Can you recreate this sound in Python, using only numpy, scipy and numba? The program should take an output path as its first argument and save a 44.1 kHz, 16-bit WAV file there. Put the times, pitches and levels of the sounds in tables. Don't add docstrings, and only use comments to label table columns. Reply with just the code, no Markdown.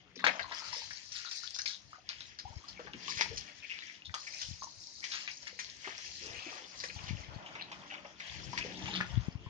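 import sys
import numpy as np
from scipy import signal
from scipy.fft import rfft, irfft, next_fast_len
from scipy.io import wavfile
from scipy.ndimage import uniform_filter1d, map_coordinates
from numba import njit

SR = 44100
rng = np.random.default_rng(int(sys.argv[2]) if len(sys.argv) > 2 else 0)


def nominal_scale(level):
    x = np.asarray(level, float) / 20
    return 10 ** x


def unload_audio(sound):
    columns = np.transpose(np.atleast_2d(sound))
    steps = np.round(np.clip(columns, -1, 1) * 32767)
    wavfile.write(sys.argv[1], SR, steps.astype(np.int16))


N = 418509


def curve(table):
    s, *values = np.transpose(table)
    return [np.interp(np.arange(N) / SR, s, v) for v in values]


def upright(table):
    return [c[:, None] for c in np.transpose(table)]


def draws(events, kinds, count):
    return rng.random((events, kinds, count)).transpose(1, 0, 2)


def colour(x, points, share=1):
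    hz, db = np.transpose(points)
    size = next_fast_len(N)
    f = np.maximum(np.arange(size // 2 + 1) * SR / size, 1)
    gain = nominal_scale(share * np.interp(np.log(f), np.log(hz), db))
    return irfft(rfft(x, size) * gain, size)[..., :N]


def unit(x):
    return x / np.sqrt(np.mean(x ** 2))


def hiss(lo_hz, hi_hz, channels=1):
    sos = signal.butter(3, [lo_hz, hi_hz], "band", fs=SR, output="sos")
    return unit(signal.sosfilt(sos, rng.standard_normal((channels, N))))


def walk(rate):
    k = int(SR / rate)
    steps = np.repeat(rng.standard_normal(N // k + 1), k)
    return 2.05 * uniform_filter1d(uniform_filter1d(steps, k), k)[:N]


def patches(start, hz, seconds=.028, octaves=0.258):
    field = rng.standard_normal((400, 40))
    return 1.68 * map_coordinates(field, [start / seconds, np.log2(hz / 300) / octaves], order=1)


@njit
def ring(n, start, hz, t60, gain, rise, swell):
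    y = np.zeros(n)
    for k in range(len(start)):
        length = int(t60[k] * SR) + 1
        p = np.exp((2j * np.pi * hz[k] - np.log(1000) / t60[k]) / SR)
        glide = np.exp(2j * np.pi * hz[k] * rise[k] / SR / length)
        z, first = gain[k] + 0j, max(int(start[k] * SR), 0)
        for i in range(min(length, n - first)):
            grown = min(i * hz[k] / SR / swell, 1.)
            y[first + i] += z.imag * grown * grown * (3 - 2 * grown)
            z, p = z * p, p * glide
    return y


def bubbles(start, hz, t60, gain, rise, swell):
    spread = np.broadcast_arrays(start, hz, t60, gain, rise)
    flat = [np.array(a, dtype=float).ravel() for a in spread]
    return ring(N, *flat, swell)


def pump(db):
    hz = 185 + 1.6 * walk(9)
    line = np.sqrt(2) * np.sin(2 * np.pi * np.cumsum(hz) / SR) * nominal_scale(2.76 * walk(15))
    line_db = 0.59 * np.minimum(db + 53.5, 0) - 3.0
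    housing = nominal_scale(-12.5) * hiss(298.8, 316)[0] + nominal_scale(-1.5) * hiss(131, 438)[0]
    return nominal_scale(db) * (nominal_scale(line_db) * line + housing)


# peak time in seconds, peak level in dB, pitch in Hz.
WIND_POPS = [(2.46, -41, 81), (2.511, -41, 91.6), (2.573, -33.5, 83.5), (3.177, -42, 101),
             (3.311, -39, 88.6), (4.097, -46, 97), (4.109, -43, 96.5), (4.493, -37, 97),
             (4.516, -32.5, 114), (6.309, -43, 106), (6.968, -34.5, 98.5), (7.045, -36.5, 127),
             (7.112, -26, 142), (7.136, -28, 121), (7.155, -33.5, 120), (7.211, -40.5, 83.5),
             (7.294, -40, 90), (7.367, -30.5, 127), (8.844, -34, 115), (8.874, -32.5, 135),
             (9.014, -35, 133), (9.148, -29.5, 80.7), (9.18, -16.5, 120), (9.212, -42, 92),
             (9.287, -20.5, 171), (9.36, -27, 113.5), (9.473, -33.5, 112)]
WAKE_DB, WAKE_S = -25.5, 0.046
GUST_DB = 3.2


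def wind(db):
    s, pop_db, hz = np.transpose(WIND_POPS)
    pops = bubbles(s - .75 / hz, 1.07 * hz, 4.2 / hz, nominal_scale(pop_db + 9.0), -.6, 0.45)
    t = np.arange(N) / SR
    wake = sum(nominal_scale(2 * (d + WAKE_DB)) * np.exp(-np.abs(t - at) / WAKE_S * 2) for at, d in zip(s, pop_db))
    db = 10 * np.log10(nominal_scale(2 * db) + wake)
    rumble = hiss(50, 144.0, channels=2) * nominal_scale(db + GUST_DB * np.array([walk(21), walk(13)]))
    return rumble * nominal_scale([[7.0], [-9.0]]) + pops * nominal_scale([[0], [-21.0]])


DUCK_DB, DUCK_S = -4, 0.077


def wind_guard():
    s, pop_db, _ = upright(WIND_POPS)
    at = np.arange(0, N, 64)
    after = at / SR - s
    dip = nominal_scale(pop_db - pop_db.max()) * (after > 0) * np.exp(-np.maximum(after, 0) / DUCK_S)
    return nominal_scale(DUCK_DB * np.interp(np.arange(N), at, dip.sum(axis=0)))


# start in seconds, length in seconds, level of the middle drops in dB,
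# fine spray in dB re middle, large drops in dB re middle.
GUSHES = [(0.245, 0.12, -52, -4.5, 2), (0.455, 0.36, -54, 0.5, -8.5), (0.677, 0.29, -57, 6.5, -19),
          (1.065, 0.37, -54.5, 6, -33), (1.553, 0.38, -71.5, 5.5, -19), (2.026, 0.26, -56.5, -5.5, -19),
          (2.378, 0.5, -62, -1, -3), (2.942, 0.33, -49.5, -2.5, -12.5), (3.186, 0.39, -58, -6, -12),
          (3.583, 0.31, -54.5, -5.5, -27), (4.096, 0.44, -62, 7.5, -7.5), (4.53, 0.81, -70.5, 14, -7),
          (5, 0.25, -52, 0.5, -17), (5.336, 0.45, -58.5, -0.5, -14), (5.76, 0.19, -52, -2, -13.5),
          (5.945, 0.36, -57.5, 5, -25), (6.195, 0.4, -51.5, -4.5, -4), (6.642, 0.25, -58, 3.5, -5.5),
          (6.883, 0.29, -50, -8, -7.5), (7.234, 0.38, -55.5, -10, 3.5), (7.603, 0.48, -58, -8.5, -2),
          (8.156, 0.58, -50.5, -6, -11.5), (8.744, 0.28, -49.5, -7.5, -1.5), (9.046, 0.2, -54.5, -12, -1),
          (9.227, 0.37, -59, -11, -6)]
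TRICKLE_DB = [
    -80.5,
    -70,
    -73,
]
GUSH_ATTACK_S, GUSH_SAG_DB_PER_S, GUSH_DRAIN_DB_PER_S = 0.097, -2, 86.5


def gushes():
    t = np.arange(0, N / SR + .01, .004)
    s, length, db, fine_db, large_db = upright(GUSHES)
    fall_db = GUSH_SAG_DB_PER_S * (t - s) + GUSH_DRAIN_DB_PER_S * np.maximum(t - s - length, 0)
    shape = np.clip((t - s) / GUSH_ATTACK_S, 0, 1) ** 2 * nominal_scale(2 * (db - fall_db))
    levels = []
    for size_db, trickle_db in zip((fine_db, 0, large_db), TRICKLE_DB):
        power = np.sum(shape * nominal_scale(2 * size_db), axis=0) + nominal_scale(2 * trickle_db)
        levels.append(np.interp(np.arange(N) / SR, t, 10 * np.log10(power)))
    return levels


# lowest pitch in Hz, highest pitch in Hz, drops a second, ring in cycles,
# size spread in dB, smooth hiss in dB re drops.
DROPLET_SIZES = [
    (3850, 8150, 1800, 11, 8, 1.5),
    (1658, 3480, 700, 3.55, 5.5, 1.5),
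    (520, 1553, 700, 4.6, 3.5, -1),
]
SURGE_DB, PATCHY_DB = .7, 1.3


def flow():
    near, blur, surge = 0, 0, walk(11)
    for (lo, hi, rate, cycles, spread_db, smooth_db), db in zip(DROPLET_SIZES, gushes()):
        u = rng.random((30000, 5)).T
        start = np.cumsum(-np.log(u[0])) / rate
        hz = lo * (hi / lo) ** u[1]
        size_db = spread_db * np.minimum(-np.log(u[2]), 3.0) + 2.44 * patches(start, hz)
        ringing = 2.9 * cycles * (1 + 5.2 * u[4] ** 6)
        strength = nominal_scale(size_db) * np.sqrt(hz / ringing) * (start < N / SR)
        drops = bubbles(start, hz, ringing / hz, strength, 0.49 * u[3], 2.27)
        gain = nominal_scale(db + SURGE_DB * surge + 1.01 * walk(30)) / np.sqrt(1 + nominal_scale(2 * smooth_db))
        near = near + gain * unit(drops)
        edges = np.geomspace(lo, hi, 4)
        patchy = sum(nominal_scale(PATCHY_DB * walk(25)) * hiss(a, b, channels=2) for a, b in zip(edges, edges[1:]))
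        blur = blur + gain * nominal_scale(smooth_db) * unit(patchy)
    return near, blur


# start in
# seconds, length in seconds, level in dB, first pitch in Hz, last pitch in Hz.
BURBLES = [(0.266, 0.025, -25, 2330, 2350), (0.267, 0.029, -28.5, 1770, 1720),
           (8.574, 0.014, -31.5, 2060, 2100), (9.006, .006, -33, 1650, 1800), (0.54, .065, -40, 5100, 5070),
           (0.541, .15, -47.5, 1290, 1320), (0.749, 0.055, -41.5, 5200, 5330),
           (0.753, .06, -46, 3780, 3740), (6.199, 0.18, -47.5, 2620, 2570), (6.345, 0.17, -42, 2550, 2460),
           (6.506, 0.11, -53, 2500, 2560), (3.093, .022, -35.5, 5350, 5100),
           (0.173, 0.055, -48, 3750, 3750), (0.42, 0.012, -38, 3900, 4000),
           (1.159, 0.013, -36.5, 4000, 3640), (1.26, .035, -43, 3840, 3850),
           (1.263, 0.023, -45, 1340, 1280), (1.657, .012, -33.5, 2300, 2250),
           (2.76, 0.024, -46.5, 2330, 2090), (3.091, 0.021, -42, 4900, 5170),
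           (3.619, 0.036, -40, 2500, 2360), (3.695, .03, -35.5, 2680, 2720),
           (3.702, 0.068, -39.5, 2250, 2350), (3.787, 0.041, -46, 3560, 3900),
           (3.819, 0.016, -37, 2180, 2200), (3.873, 0.035, -46.5, 2540, 2080),
           (4.016, 0.0073, -45, 2830, 2850), (4.048, 0.025, -42.5, 3660, 3700),
           (4.267, 0.013, -36.5, 2250, 2200), (4.328, .06, -45, 2330, 2550),
           (4.397, 0.053, -46, 5260, 5000), (4.629, 0.027, -40, 5660, 6000),
           (7.593, 0.024, -38, 2500, 2810), (7.611, 0.013, -36, 3900, 4040), (8.604, .025, -32, 2420, 2460),
           (8.7, 0.19, -53.5, 2770, 2900), (8.953, 0.016, -33.5, 4520, 4770),
           (8.948, 0.027, -30.5, 3250, 3380), (5.023, 0.023, -36.5, 2120, 2130),
           (0.163, 0.013, -36, 312, 302), (0.22, 0.029, -40, 950, 1400), (0.238, 0.063, -36, 322, 298),
           (2.931, 0.036, -36, 320, 308), (3.304, 0.041, -38, 477, 520), (4.141, .04, -43, 1160, 1180),
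           (6.207, 0.17, -43, 410, 430), (6.5, 0.18, -47, 425, 400), (8.677, .25, -49, 760, 780),
           (8.863, .1, -46, 880, 890), (0.274, .03, -33, 845, 790)]
BURBLE_SPREAD, BURBLE_CYCLES, BURBLE_GAP_S = 0.062, 30, .004


def burbles(count=40):
    s, length, db, first_hz, last_hz = upright(BURBLES)
    u = draws(len(s), 3, count)
    late = BURBLE_GAP_S * (np.arange(count) + u[0])
    spread = BURBLE_SPREAD * np.maximum(1800 / first_hz, 1)
    drift_hz = first_hz + (last_hz - first_hz) * np.minimum(late / length, 1)
    hz = drift_hz * (1 + spread * (2 * u[1] - 1))
    gain = nominal_scale(db + 3.8 * np.minimum(-np.log(u[2]), 2.5)) * (late < length)
    t60 = BURBLE_CYCLES * BURBLE_SPREAD / spread / hz
    return bubbles(s + late, hz, t60, gain, 0.033, 2.02)


# start in seconds, peak level in dB, pitch in Hz, climb as a share of pitch.
CHIRPS = [
    (2.451, -36, 794, 0.17),
    (2.474, -44.5, 930, 0.18),
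    (2.503, -53, 557, .5),
    (2.522, -48.5, 797, 0.7),
    (2.638, -43.5, 1110, 0.32),
    (2.68, -51, 1260, .4),
]


def chirps():
    s, db, hz, climb = np.transpose(CHIRPS)
    return bubbles(s, hz, 38 / hz, nominal_scale(db + 6.5), climb, 5.1)


# start in seconds, peak level in dB, pitch in Hz.
DRIPS = [(0.431, -44, 1770), (1.475, -34, 4170), (1.5483, -36, 4460), (1.564, -37, 4670),
         (1.5934, -45, 5030), (1.606, -45, 5160), (1.6174, -27, 5460), (1.6766, -25, 3840),
         (2.129, -37, 2450), (2.254, -44, 3120), (3.12, -31, 2040), (3.711, -43, 2320), (3.821, -42, 2370),
         (3.897, -37, 2120), (4.094, -40, 1840), (4.2173, -43, 5250), (5.6982, -38, 4500),
         (6.3701, -34.5, 2420), (3.3723, -34, 2550), (6.802, -34, 4480), (6.899, -33.5, 2220)]


def drips(count=5):
    s, db, hz = upright(DRIPS)
    u = draws(len(s), 2, count)
    hz = hz * 1.6 ** (u[0] - .5)
    return bubbles(s + 0.0018 * u[1], hz, 30.3 / hz, nominal_scale(db - 3.0), 0.072, 1.67)


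# start in seconds, peak level in dB, pitch in Hz.
PLOPS = [(0.241, -29.5, 800), (0.818, -44.5, 880), (0.442, -35.5, 1036), (0.512, -33, 937),
         (0.62, -41, 930), (0.729, -37, 955), (0.764, -46, 520), (1.248, -40.5, 1335), (1.434, -41.5, 1370),
         (1.93, -38, 1243), (1.983, -51, 703), (2.793, -36, 452), (3.081, -33, 1080), (3.21, -31, 944),
         (4.14, -37.5, 1054), (4.621, -33, 1050), (5.526, -47, 462), (5.87, -37.5, 372),
         (6.462, -37.5, 321), (6.838, -39, 470), (7.715, -41, 935), (7.92, -41.5, 763), (8.049, -43, 573),
         (8.531, -31.5, 930), (8.647, -32, 454), (8.884, -35.5, 840), (9.006, -38, 1020),
         (9.462, -42, 1000)]


def plops():
    s, db, hz = np.transpose(PLOPS)
    t60 = 0.035 * (900 / hz) ** 0.41
    u = rng.random((len(s), 6)).T
    pocket = bubbles(s, hz, t60, nominal_scale(db + 2.0), 0.27, 1.3)
    neighbour = bubbles(s + 0.022 * u[0], hz * (0.945 + 0.27 * u[1]), 0.68 * t60, nominal_scale(db - 5.0), 0.12, 0.22)
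    smack = bubbles(s + 0.0088 * u[4], hz * (1.4 + 0.93 * u[5]), 0.44 * t60, nominal_scale(db - 11.0), 0.067, 0.84)
    last = bubbles(s + 0.063 * u[2], hz * (0.833 + 0.381 * u[3]), 1.65 * t60, nominal_scale(db - 9.5), 0.21, 0.44)
    return pocket + neighbour + smack + last


# start in seconds, peak level in dB, centre pitch in Hz.
TICKS = [(0.2415, -14.5, 1440), (0.2658, -8.5, 1890), (0.3942, -22, 1920), (1.311, -38, 5530),
         (1.507, -33, 5000), (1.513, -43, 5000), (1.597, -29, 5030), (1.6884, -26.5, 4240),
         (1.6835, -28, 5500), (3.0805, -25, 2960), (3.2127, -16, 3550), (3.2212, -23, 2430),
         (3.2102, -15, 2200), (3.21, -17, 5170), (1.588, -25.5, 5360), (1.587, -40, 1380),
         (1.6078, -35, 5000), (1.5632, -31, 5700), (1.563, -40, 1530), (1.6585, -24, 4500),
         (1.661, -27, 4100), (2.73, -42, 3500), (5.041, -33, 2270), (2.207, -31, 3600), (7.554, -32, 2100),
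         (5.2772, -32.5, 2400), (5.5905, -34, 2050), (8.6098, -31, 2380), (8.957, -30, 4530),
         (3.372, -30, 5000), (3.4104, -31.5, 4770), (3.7373, -39, 2410), (3.789, -28.5, 2850),
         (3.9596, -49, 2200), (4.1414, -23, 3220), (4.6964, -54, 5600), (4.713, -43, 5530),
         (4.7413, -53, 5210), (5.0055, -33.5, 5170), (5.1, -41, 5160), (5.1053, -40, 4680),
         (5.1375, -29.5, 3790), (5.5425, -50, 5390), (5.646, -30, 4100), (7.594, -39, 2220),
         (7.597, -40, 2830), (7.611, -26, 2350), (7.917, -49, 2690), (8.8337, -42, 2830),
         (8.858, -28, 2950), (5.875, -31, 1210), (6.802, -29, 4580), (8.199, -43, 2970),
         (9.0048, -21.5, 1440), (9.0097, -15.5, 1760)]


def ticks():
    s, db, hz = np.transpose(TICKS)
    partials = [(1.014, 5.0), (1.35, -7.5), (0.82, -10.5)]  # (pitch ratio, dB)
    return sum(bubbles(s, np.minimum(hz * k, 7000.), 10 / hz, nominal_scale(db + d), 0, 0.87) for k, d in partials)


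def splash(table, t60, breakup_s, crack_db, bunching=1.6, thin_db=16, ahead=.25, count=140):
    s, db, top_hz, fine_db, *large_db = upright(table)
    large_db = large_db[0] if large_db else -41.5
    u = draws(len(s), 4, count)
    late = .6 * t60 * u[0] ** bunching
    first = s - ahead * breakup_s
    hz = 500 * (7500 / 500) ** u[1]
    fine, large = np.clip(np.log2(hz / 2600), 0, 1), np.clip(np.log2(1600 / hz), 0, 1)
    size_db = fine * (fine_db + 4.0) + large * large_db
    near_top_db = 12.0 * np.exp(-(np.log(hz / top_hz) / 0.14) ** 2)
    scatter_db = 1.93 * np.minimum(-np.log(u[2]), 3.0) + 2.27 * patches(s + late, hz, seconds=.03)
    scatter_db -= thin_db * np.exp(-late / breakup_s)
    drop_db = db - 10 * np.log10(count / 20.3) + size_db + near_top_db - 60 * late / t60 + scatter_db
    shower = bubbles(first + late, hz, 17.95 / hz, nominal_scale(drop_db), 0.53 * u[3], 1.5)
    crack = bubbles(s, top_hz, 12 / top_hz, nominal_scale(db + crack_db), 0, 0.61)
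    return shower + crack


# start in seconds, peak level in dB, strongest pitch in Hz, fine spray in dB re peak.
SPATTERS = [(0.7292, -39.5, 5100, 11), (0.908, -30.5, 1780, -7), (1.4348, -42, 4600, 13.5),
            (1.5439, -37, 4560, 12), (1.5877, -22.5, 5300, -12), (1.6575, -29.5, 4400, 3),
            (2.0906, -19.5, 4480, -14), (2.2062, -31, 3560, -9), (2.388, -27.5, 4530, -5.5),
            (2.6843, -41, 4600, 10.5), (2.9342, -26, 2900, -24), (3.2103, -14, 2260, -3),
            (3.372, -34, 2520, 14), (3.479, -34.5, 2100, -11), (3.6314, -39, 2590, 2),
            (4.0533, -46, 3700, 10), (4.2703, -33, 2140, 6), (4.416, -28, 2700, 7), (4.559, -39, 5450, -8),
            (5.04, -27, 2270, 7), (5.2767, -22, 2250, -22), (5.4703, -29, 2010, 2.5),
            (5.59, -25, 1960, 2.5), (6.578, -31.5, 2350, -27), (6.8005, -29, 4400, -5),
            (6.898, -34, 2200, -10), (7.0814, -28, 2140, 2.5), (7.4617, -32, 2800, -10),
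            (8.5765, -17, 2090, -3.5)]


def spatters():
    return splash(SPATTERS, 0.09, 0.005, -0.71, count=320)


# start in seconds, peak level in dB, strongest pitch in Hz, fine spray in dB re peak,
# large drops in dB re peak.
SLOSHES = [(0.5033, -34.5, 1660, 0, -8), (1.17, -22.5, 4060, -6.5, -42), (1.693, -27, 3700, 7.5, -48),
           (3.11, -33.5, 3900, 16, -30), (3.19, -19.5, 2210, 3.5, -28), (3.6886, -34, 2740, 1, -58),
           (4.405, -27.5, 3550, 6.5, -48), (5.1375, -14, 4070, -11.5, -37), (5.86, -21.5, 1940, -17, -24),
           (7.5986, -31, 2520, -15, -30), (7.9166, -24, 2590, -45, -25), (8.88, -18.5, 3020, -5.5, -29),
           (8.95, -15, 3660, -14, -25)]


def sloshes():
    return splash(SLOSHES, 0.24, 0.02, -22.0, bunching=1.1, thin_db=12.0, ahead=0.99, count=500)


# start in seconds, peak level in dB, strongest pitch in Hz, fine spray in dB re peak,
# large drops in dB re peak.
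SLAPS = [(0.157, -40, 5040, -5, -33), (0.193, -32.5, 1910, -6, -19), (0.2411, -15.5, 1670, -3.5, -11),
         (0.2663, -14.5, 1750, -6.5, -6), (0.3955, -21.5, 1740, -15, -12), (0.5192, -25, 1710, -9, -14),
         (1.1184, -36.5, 5600, 3.5, -29), (1.3118, -30, 5300, -3, -19), (2.7927, -34, 1430, -13, 0),
         (2.868, -35, 1610, -22, 0), (3.1911, -25.5, 2130, -5, -12), (4.1409, -25, 1180, 4, -12),
         (4.6269, -52.5, 5900, 15, 11), (5.4235, -45, 5240, 8.5, -5), (5.873, -30.5, 2860, -38, -3),
         (5.9802, -26.5, 5650, -16, -24), (6.8359, -25.5, 1900, 0.5, -10), (7.5532, -29, 2120, -15, -5.5),
         (7.7159, -30, 2420, -3.5, -5), (7.9391, -26.5, 2440, -20, -18), (8.0481, -37.5, 2330, -39, 4),
         (8.1994, -29.5, 2100, -6, -14.5), (9.0075, -25.5, 1740, -3, -24)]


def slaps():
    return splash(SLAPS, 0.085, 0.0025, -1.0, count=280)


SHED_T60_S, SHED_DB = 0.21, -5.5


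def shed(x, size=16384):
    out, t = np.zeros((2, N + 3 * size)), np.arange(size // 2) / SR
    padded = np.pad(x, size)
    for i in range(-size // 2, N, size // 2):
        tail = rng.standard_normal((2, len(t))) * nominal_scale(-60 * t / SHED_T60_S) * (t > .002)
        piece = (padded[i + size:i + 2 * size] * np.hanning(size) ** .5)[None]
        echo = signal.fftconvolve(piece, tail / np.sqrt(np.sum(tail[0] ** 2)), axes=1)
        out[:, i + size:i + size + echo.shape[1]] += echo
    return out[:, size:size + N]


# frequency in Hz, lead in radians.
LEFT_LEAD = [(60, 0.045), (850, 1.55), (1400, 0.66), (3000, 0.9), (4600, 0.05)]


def lead(x):
    hz, radians = np.transpose(LEFT_LEAD)
    size = next_fast_len(N)
    turn = np.interp(np.arange(size // 2 + 1) * SR / size, hz, radians)
    return irfft(rfft(x, size) * np.exp(1j * turn), size)[:N]


# time in seconds, wind level in dB, pump hum level in dB.
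AIR = [(0, -68, -72), (.29, -88, -57), (.4, -73.5, -67.5), (1.56, -78, -77.5), (2.75, -72, -65),
       (3.25, -62.5, -57), (3.57, -79, -69.5), (4.5, -73.5, -72), (5.12, -78, -69.5), (5.92, -73.5, -69.5),
       (6.37, -64.5, -63.5), (6.61, -83, -68.5), (7.11, -61.5, -59), (7.98, -77, -60.5), (8.3, -70.5, -69),
       (8.4, -59.5, -55.5), (8.99, -60.5, -47), (9.09, -74, -62.5), (9.49, -65, -58)]
# time in seconds, left minus right in dB, left late by ms.
AIM = [(0, 8, 0.24), (1.64, 10, 0.33), (1.93, 5.5, 0.34), (3.2, 7.5, 0.43), (4.6, 6, 0.38), (5.2, 7, .35),
       (6.7, 6, 0.471), (7.7, 2.5, 0.37), (8.6, 7, 0.32), (9.49, 2.5, 0.29)]
# frequency in Hz, left against right in dB (about two thirds of it is applied,
# on top of the aim).
PORTS = [(60, -9), (400, -4), (1000, 0.5), (1800, 3), (5300, 3.5), (7500, -12.5), (9000, -9.5)]


def scene():
    wind_db, pump_db = curve(AIR)
    pan_db, delay_ms = curve(AIM)
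    drops, blur = flow()
    water = drops + burbles() + chirps() + drips() + plops() + ticks()
    water = water + spatters() + sloshes() + slaps()
    low_cut = signal.butter(2, 150, "high", fs=SR, output="sos")
    source = signal.sosfilt(low_cut, water) + pump(pump_db)
    delay_ms = delay_ms + .05 * walk(12)
    late = lead(map_coordinates(source, [np.arange(N) - delay_ms * SR / 1000], order=3))
    ports = np.array([late, source]) + blur + nominal_scale(SHED_DB) * shed(source)
    ports = ports * nominal_scale(2.0 + np.array([pan_db, -pan_db]) / 2)
    ports = np.array([colour(ports[0], PORTS, share=0.36), colour(ports[1], PORTS, share=-0.29)])
    yard = nominal_scale(-75.0) * hiss(200, 8900, channels=2)
    return ports * wind_guard() + wind(wind_db) + yard


# frequency in Hz, gain in dB.
MIC = [(30, -8), (66, 2), (400, -5), (1000, -3.5), (2500, -4.5), (5400, 2), (6400, 0), (7200, -5.5),
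       (7700, -15), (8070, -28), (8500, -6.5), (9200, -3), (9750, -9), (10300, -85)]


def microphone(x):
    return colour(x, MIC)


FAINT_DB, FAINT_HZ, HOLES_DB = -82.5, 7100, 45


def drop_faint(x, size=2048, count=16):
    hz, _, z = signal.stft(x, SR, nperseg=size)
    power = np.add.reduceat(np.abs(z) ** 2, np.arange(0, len(hz), count), axis=1)
    ragged = uniform_filter1d(rng.standard_normal(power.shape), size=3)
    loud = power > nominal_scale(2 * FAINT_DB + HOLES_DB * ragged)
    keep = np.repeat(loud, count, axis=1)[:, :len(hz)] | (hz < FAINT_HZ)[:, None]
    return signal.istft(z * keep, SR, nperseg=size)[1][:, :N]


def top_cut(x):
    return signal.sosfilt(signal.butter(12, 9950, fs=SR, output="sos"), x)


def record(dry):
    mix = drop_faint(microphone(dry))
    return top_cut(mix)


dry = scene()
out = record(dry)
unload_audio(out)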